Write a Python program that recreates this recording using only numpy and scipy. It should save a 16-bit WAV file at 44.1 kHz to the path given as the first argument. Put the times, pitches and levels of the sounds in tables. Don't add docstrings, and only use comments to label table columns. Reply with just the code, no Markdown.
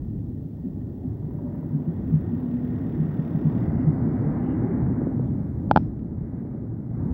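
import sys
import numpy as np
from scipy import signal
from scipy.fft import rfft, irfft, next_fast_len
from scipy.io import wavfile
from scipy.ndimage import uniform_filter1d, minimum_filter1d

SR = 44100
rng = np.random.default_rng(int(sys.argv[2]) if len(sys.argv) > 2 else 0)


def field_ratio(decibels):
    return 10 ** (np.asarray(decibels, dtype=float) / 20)


def waveform_to_disk(signal):
    frames = np.transpose(np.atleast_2d(signal))
    scaled = np.clip(frames, -1, 1) * 32767
    samples = np.round(scaled).astype(np.int16)
    wavfile.write(sys.argv[1], SR, samples)


N = 314653
TIME = np.arange(N) / SR
SIZE = 2 * next_fast_len(N // 2 + SR // 4)
FREQ = np.maximum(np.arange(SIZE // 2 + 1) * SR / SIZE, 1)


def level(x, db):
    return x * field_ratio(db) / np.sqrt(np.mean(x ** 2))


def noise():
    return rng.standard_normal(N)


def curves(table):
    s, *columns = np.transpose(table)
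    return [np.interp(TIME, s, column) for column in columns]


def colour(points):
    hz, db = np.transpose(points)
    return field_ratio(np.interp(np.log(FREQ), np.log(hz), db, left=-120, right=-120))


def lift(peaks):
    return field_ratio(sum(db / (1 + (2 * (FREQ - hz) / width) ** 2) for hz, width, db in peaks))


def shape(x, gain):
    return irfft(rfft(x, SIZE) * gain, SIZE)[:N]


def walk(rate):
    hold = int(SR / rate)
    steps = np.repeat(rng.standard_normal(N // hold + 1), hold)
    return 1.3 * uniform_filter1d(uniform_filter1d(steps, hold), hold)[:N]


def glide(hz):
    return np.sin(2 * np.pi * np.cumsum(hz) / SR)


def ring(age, hz, t60):
    out, sounding = np.zeros(N), (age >= 0) & (age < 2 * t60)
    age = age[sounding]
    out[sounding] = np.cos(2 * np.pi * hz * age) * np.exp(-np.log(1000) * age / t60)
    return out


def struck(age, modes):
    return sum(field_ratio(db) * ring(age, hz, t60) for hz, db, t60 in modes)


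def soften(x, contact_ms):
    push = np.sin(np.pi * np.clip(TIME[:256] / (contact_ms / 1000), 0, 1)) ** 2
    return signal.fftconvolve(x, push / push.sum())[:N]


def wide_note(table, width_hz):
    hz, db = curves(table)
    breadth = level(shape(noise(), np.exp(-(FREQ / width_hz) ** 2)), 3)
    fade = np.clip(np.minimum(TIME - table[0][0] + .4, table[-1][0] - TIME) / .4, 0, 1)
    return fade * field_ratio(db) * breadth * glide(hz)


ROAR_HZ = [60, 180, 550, 1500]
# (frequency [Hz], density [dB per Hz])
ROAR_COLOUR = [(18, -20.5), (30, -9), (48, -2), (86, 6.5), (114, 8), (157, -1), (208, 5.5), (250, 9.5),
               (540, -13.5), (820, -17), (1060, -24), (1940, -30.5), (2280, -40.5), (2560, -52),
               (6500, -89.5)]
# (frequency [Hz], width [Hz], lift [dB])
CABIN = [(158.3, 45.7, 12), (247, 55, 0.5), (328, 12, 2.5), (581, 31, 3.5), (956, 16, 3.5), (1820, 250, -2)]
# (time [s], rail roughness [dB], body sway [dB])
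TRACK = [(.12, -19.5, 4), (.6, -19, -5), (1.15, -15.5, -4.5), (1.5, -9.5, -3.5), (1.8, -9.5, -13),
         (2.1, -6, 6.5), (2.45, -6.5, -11.5), (2.9, -3.5, -2), (3.25, -2, -7), (3.7, 0.5, 1.5),
         (4.35, 3.5, 0), (4.8, 3, 0), (5.25, -4, 1.5), (5.65, -9.5, 8), (6.1, -7, 5.5), (6.4, -2.5, 1),
         (6.8, -9.5, -1.5), (7.13, -4, 10)]
FOLLOWS = [(.05, 0.86), (.4, 0.17), (.55, 0.043), (1.011, 0.011)]


def roar():
    spectrum = rfft(level(shape(noise(), colour(ROAR_COLOUR) * lift(CABIN)), -25.0), SIZE)
    parts_db = np.array(FOLLOWS) @ np.array(curves(TRACK))
    out, shared = 0, walk(7.7)
    for octave in np.arange(4, 13.5, .5):
        window = np.cos(np.pi * np.clip(np.log2(FREQ) - octave, -.5, .5)) ** 2
        weights = [np.interp(octave, np.log2(ROAR_HZ), row) for row in np.eye(4)]
        swell_db = weights @ parts_db + 0.35 * shared + 1.2 * walk(15)
        out = out + field_ratio(swell_db) * irfft(spectrum * window, SIZE)[:N]
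    return out


# (time [s], peak level [dB], frequency [Hz], swell [ms])
JOINTS = [(0.639, -26.5, 257, 22), (0.659, -27.5, 191.4, 27), (1.04, -28, 251.5, 24.4),
          (1.08, -23.5, 104.6, 23), (1.734, -18.5, 149, 30), (1.878, -18.5, 167, 19.6),
          (2.128, -11, 154.4, 27), (2.987, -18, 157, 31), (3.094, -20.5, 148.5, 16), (3.196, -19, 147, 13),
          (3.357, -18, 144, 20), (3.454, -13, 152.4, 22), (3.689, -22, 149, 27), (3.876, -10, 155.8, 18.6),
          (4.029, -16, 133, 8.1), (4.19, -20.5, 122.4, 17), (4.269, -19, 149.7, 20),
          (4.814, -21, 126.6, 44), (5.181, -23, 133, 42), (5.304, -24, 146, 33), (6.79, -24.5, 210, 20),
          (7.065, -28, 170.3, 11.4)]
OVERTONE_DB, OVERTONE_RATIO = -14, 1.4


def joints():
    out, lead_s = np.zeros(N), .012
    for s, db, hz, swell_ms in JOINTS:
        near = (TIME > s - lead_s) & (TIME < s + .3)
        age = TIME[near] - s
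        swell = (age + lead_s) / (swell_ms / 1000)
        envelope = swell ** 2 * np.exp(2 - 2 * swell)
        phase = 2 * np.pi * hz * age
        boom = np.sin(phase) + field_ratio(OVERTONE_DB) * np.sin(OVERTONE_RATIO * phase)
        out[near] += field_ratio(db) * envelope * boom
    return out


# (time [s], frequency [Hz], level [dB])
HUM = [
    [(2.25, 247, -42.5), (2.6, 244, -25), (2.9, 243, -34)],
    [(5.3, 200.3, -42.5), (5.7, 207, -37.5), (6.0, 213.1, -27), (6.4, 222, -47)],
    [(6.3, 108, -48), (6.8, 115, -28.5), (7.3, 132, -37)],
]


def hum():
    out = 0
    for table in HUM:
        hz, db = curves(table)
        fade = np.clip(np.minimum(TIME - table[0][0], table[-1][0] - TIME) / 0.088, 0, 1)
        strength = fade * field_ratio(db + 3 * walk(14))
        out = out + strength * glide(hz * (1 + .012 * walk(15)))
    return out


# (frequency [Hz], level [dB])
TICK = [(11000, -32), (13000, -20), (13700, -13), (14400, -15), (15200, -8), (15600, 0), (15800, -2),
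        (16000, -30)]
# (frequency [Hz], level [dB])
RASP = [(1600, -28.5), (1850, 12), (2100, -2), (2700, -0.5), (3200, -4), (3600, -6), (3850, -15.5),
        (5250, -18.5), (5520, -11), (5800, -18), (8000, -46)]
# (frequency [Hz], width [Hz], lift [dB])
PANEL = [(1829, 45, 9), (3400, 79, 6), (3680, 88, 7)]
BUZZ_HZ, BUZZ_START_S = 36.548, .0204
THROTTLE_S, SPOOL_S, POWER_OFF_S, DIES_DB_PER_S = 1.45, 0.82, 3.64, 131
TICK_IDLE_DB, TICK_LOAD_DB, RASP_IDLE_DB, RASP_LOAD_DB = -80, 6, -78.5, 16.5


def buzz():
    beats = (TIME - BUZZ_START_S) * BUZZ_HZ + 1
    age = beats % 1 / BUZZ_HZ
    force = field_ratio(2.8 * rng.standard_normal(N // 1000))[beats.astype(int)]
    load = 1 - np.exp(-np.maximum(TIME - THROTTLE_S, 0) / SPOOL_S)
    dying_db = -DIES_DB_PER_S * np.maximum(TIME - POWER_OFF_S, 0)
    slap = force * age / .0014 * np.exp(1 - age / .0014)
    scrub = force ** .5 * np.exp(-age / .009)
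    tick = level(shape((slap + .2) * noise(), colour(TICK)), TICK_IDLE_DB)
    rasp = level(shape((scrub + .36) * noise(), colour(RASP) * lift(PANEL)), RASP_IDLE_DB)
    return field_ratio(dying_db) * (field_ratio(TICK_LOAD_DB * load) * tick + field_ratio(RASP_LOAD_DB * load) * rasp)


# (time [s], level [dB], thud level [dB], contact [ms])
KNOCKS = [
    (5.71216, 6.0, 3.5, .98),
    (5.76109, 5.8, 4.5, .93),
    (5.77272, 1.0, 8.7, .94),
]
# (frequency [Hz], level [dB], t60 [s])
PANE = [(690, -10.8, .0085), (836, -5.3, .019), (1400, -.5, .007)]
# (frequency [Hz], level [dB], t60 [s])
THUD = [(200, -7.8, .0113), (119, -10.7, .0142)]
# (frequency [Hz], level [dB], t60 [s])
CASE = [(2410, -38, .011), (3200, -28, .0042), (4300, -37, .004)]


def knocks():
    out = np.zeros(N)
    tail_colour = colour([(700, -5), (1000, 0), (2500, -9), (4800, -15), (5450, 5), (7000, -30)])
    tail = level(shape(noise(), tail_colour), -69)
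    for s, db, thud_db, contact_ms in KNOCKS:
        age = TIME - s
        thud = struck(age, THUD[:1]) - struck(age, THUD[1:])
        body = soften(struck(age, PANE) + field_ratio(thud_db) * thud, contact_ms)
        click = struck(age - .44 * contact_ms / 1000, CASE)
        answer = tail * (age > 0) * np.exp(-np.abs(age) / .06)
        out += field_ratio(db) * (body + click + answer)
    return signal.sosfilt(signal.butter(10, 4850, fs=SR, output="sos"), out)


# (time [s], length [s], frequency [Hz], level [dB])
FLANGE = [
    (1.507, .2, 586.5, -53.5),
    (3.749, .2, 1997, -62),
    (3.804, .12, 2710, -76),
    (4.19, .05, 2740, -79),
    (4.199, 0.54, 3400, -84),
    (4.487, 0.085, 2810, -71),
    (4.671, .05, 374.5, -34),
    (5.27, 0.029, 3400, -78.5),
]
SCRAPE_WIDTH_HZ, SCRAPE_SPREAD_HZ = 21, 12000


def flange():
    out = 0
    for s, length, hz, db in FLANGE:
        width_hz = SCRAPE_WIDTH_HZ + hz ** 2 / SCRAPE_SPREAD_HZ
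        scrape = walk(width_hz) * np.sin(2 * np.pi * hz * TIME)
        out = out + field_ratio(db + 3) * scrape * np.exp(-((TIME - s) / length) ** 2)
    return out


# (time [s], frequency [Hz], level [dB])
RAIL_SONG = [
    (3.6, 650, -54.5),
    (4.3, 770, -51.5),
    (5.1, 867, -50.5),
]


def rail_song():
    return wide_note(RAIL_SONG, 50)


# (frequency [Hz], level [dB], t60 [s])
CHATTER_MODES = [(953, 3, 0.098), (576, -2, 0.088), (746, -6, 0.077), (1150, -13.5, .04)]
TURN_S, FIRST_TURN_S = .08, 1.067
CHATTER_DB, CHATTER_PEAK_S, CHATTER_SPAN_S = -46, 1.55, .13


def chatter():
    turns = FIRST_TURN_S + TURN_S * np.arange(10)
    turn_db = CHATTER_DB - ((turns - CHATTER_PEAK_S) / CHATTER_SPAN_S) ** 2
    blows = sum(field_ratio(db) * struck(TIME - s, CHATTER_MODES) for s, db in zip(turns, turn_db))
    return soften(soften(blows, .7), .7)


# (time [s], peak level [dB], frequency [Hz])
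CLUNKS = [
    (2.098, -31.5, 304.4),
    (3.417, -30.5, 328),
    (4.9, -26.5, 350),
    (5.016, -21, 295),
    (5.07, -21.5, 299),
    (5.195, -28, 444),
    (6.45, -29, 333),
    (6.547, -25, 301),
]


def clunks():
    blows = sum(field_ratio(db + 7.5) * ring(TIME - s, hz, .027) for s, db, hz in CLUNKS)
    return soften(soften(blows, 1.1), 1.1)


# (time [s], peak level [dB], frequency [Hz])
CREAKS = [
    (5.184, -69, 2530),
    (5.234, -66, 2910),
    (5.265, -65, 3320),
    (5.994, -42.5, 1410),
]


def creaks():
    return soften(sum(field_ratio(db) * ring(TIME - s, hz, .004) for s, db, hz in CREAKS), .2)


# (time [s], frequency [Hz], level [dB])
GRILLE = [
    (3.45, 4950, -86),
    (3.8, 4850, -84),
    (4.2, 4700, -86),
    (4.6, 4550, -92),
]


def grille():
    return wide_note(GRILLE, 520)


def scene():
    track = roar() + joints() + hum() + flange() + rail_song()
    body = buzz() + knocks() + chatter() + clunks() + creaks()
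    return (track + body + grille())[None]


def top_cut(x):
    return signal.sosfilt(signal.butter(12, 16950, fs=SR, output="sos"), x)


# (frequency [Hz], density [dB per Hz])
HISS = [(2060, -18), (3500, -11), (7510, -17.5), (10800, -17.5), (15100, -12), (16000, -13.5)]
HISS_DB = -78.5
DUCK_DB, DUCK_S, DUCK_TAKES_S, RECOVER_S, RECOVER_TAKES_S = -4.5, 5.78, 0.17, 6.9, .12


def record(dry):
    hiss = level(shape(noise(), colour(HISS)), HISS_DB)
    falling = np.clip((TIME - DUCK_S) / DUCK_TAKES_S, 0, 1)
    ducked = falling - np.clip((TIME - RECOVER_S) / RECOVER_TAKES_S, 0, 1)
    room_left = np.minimum(1, .97 / (np.abs(dry) + 1e-9))
    lowest = minimum_filter1d(room_left, size=257)
    limiter = uniform_filter1d(uniform_filter1d(lowest, size=128), size=128)
    fade_in = np.minimum(TIME / .002, 1)
    mix = (dry * limiter + hiss)[0] * field_ratio(DUCK_DB * ducked) * fade_in
    return top_cut(shape(mix, FREQ < 15800)[None])


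dry = scene()
out = record(dry)
waveform_to_disk(out)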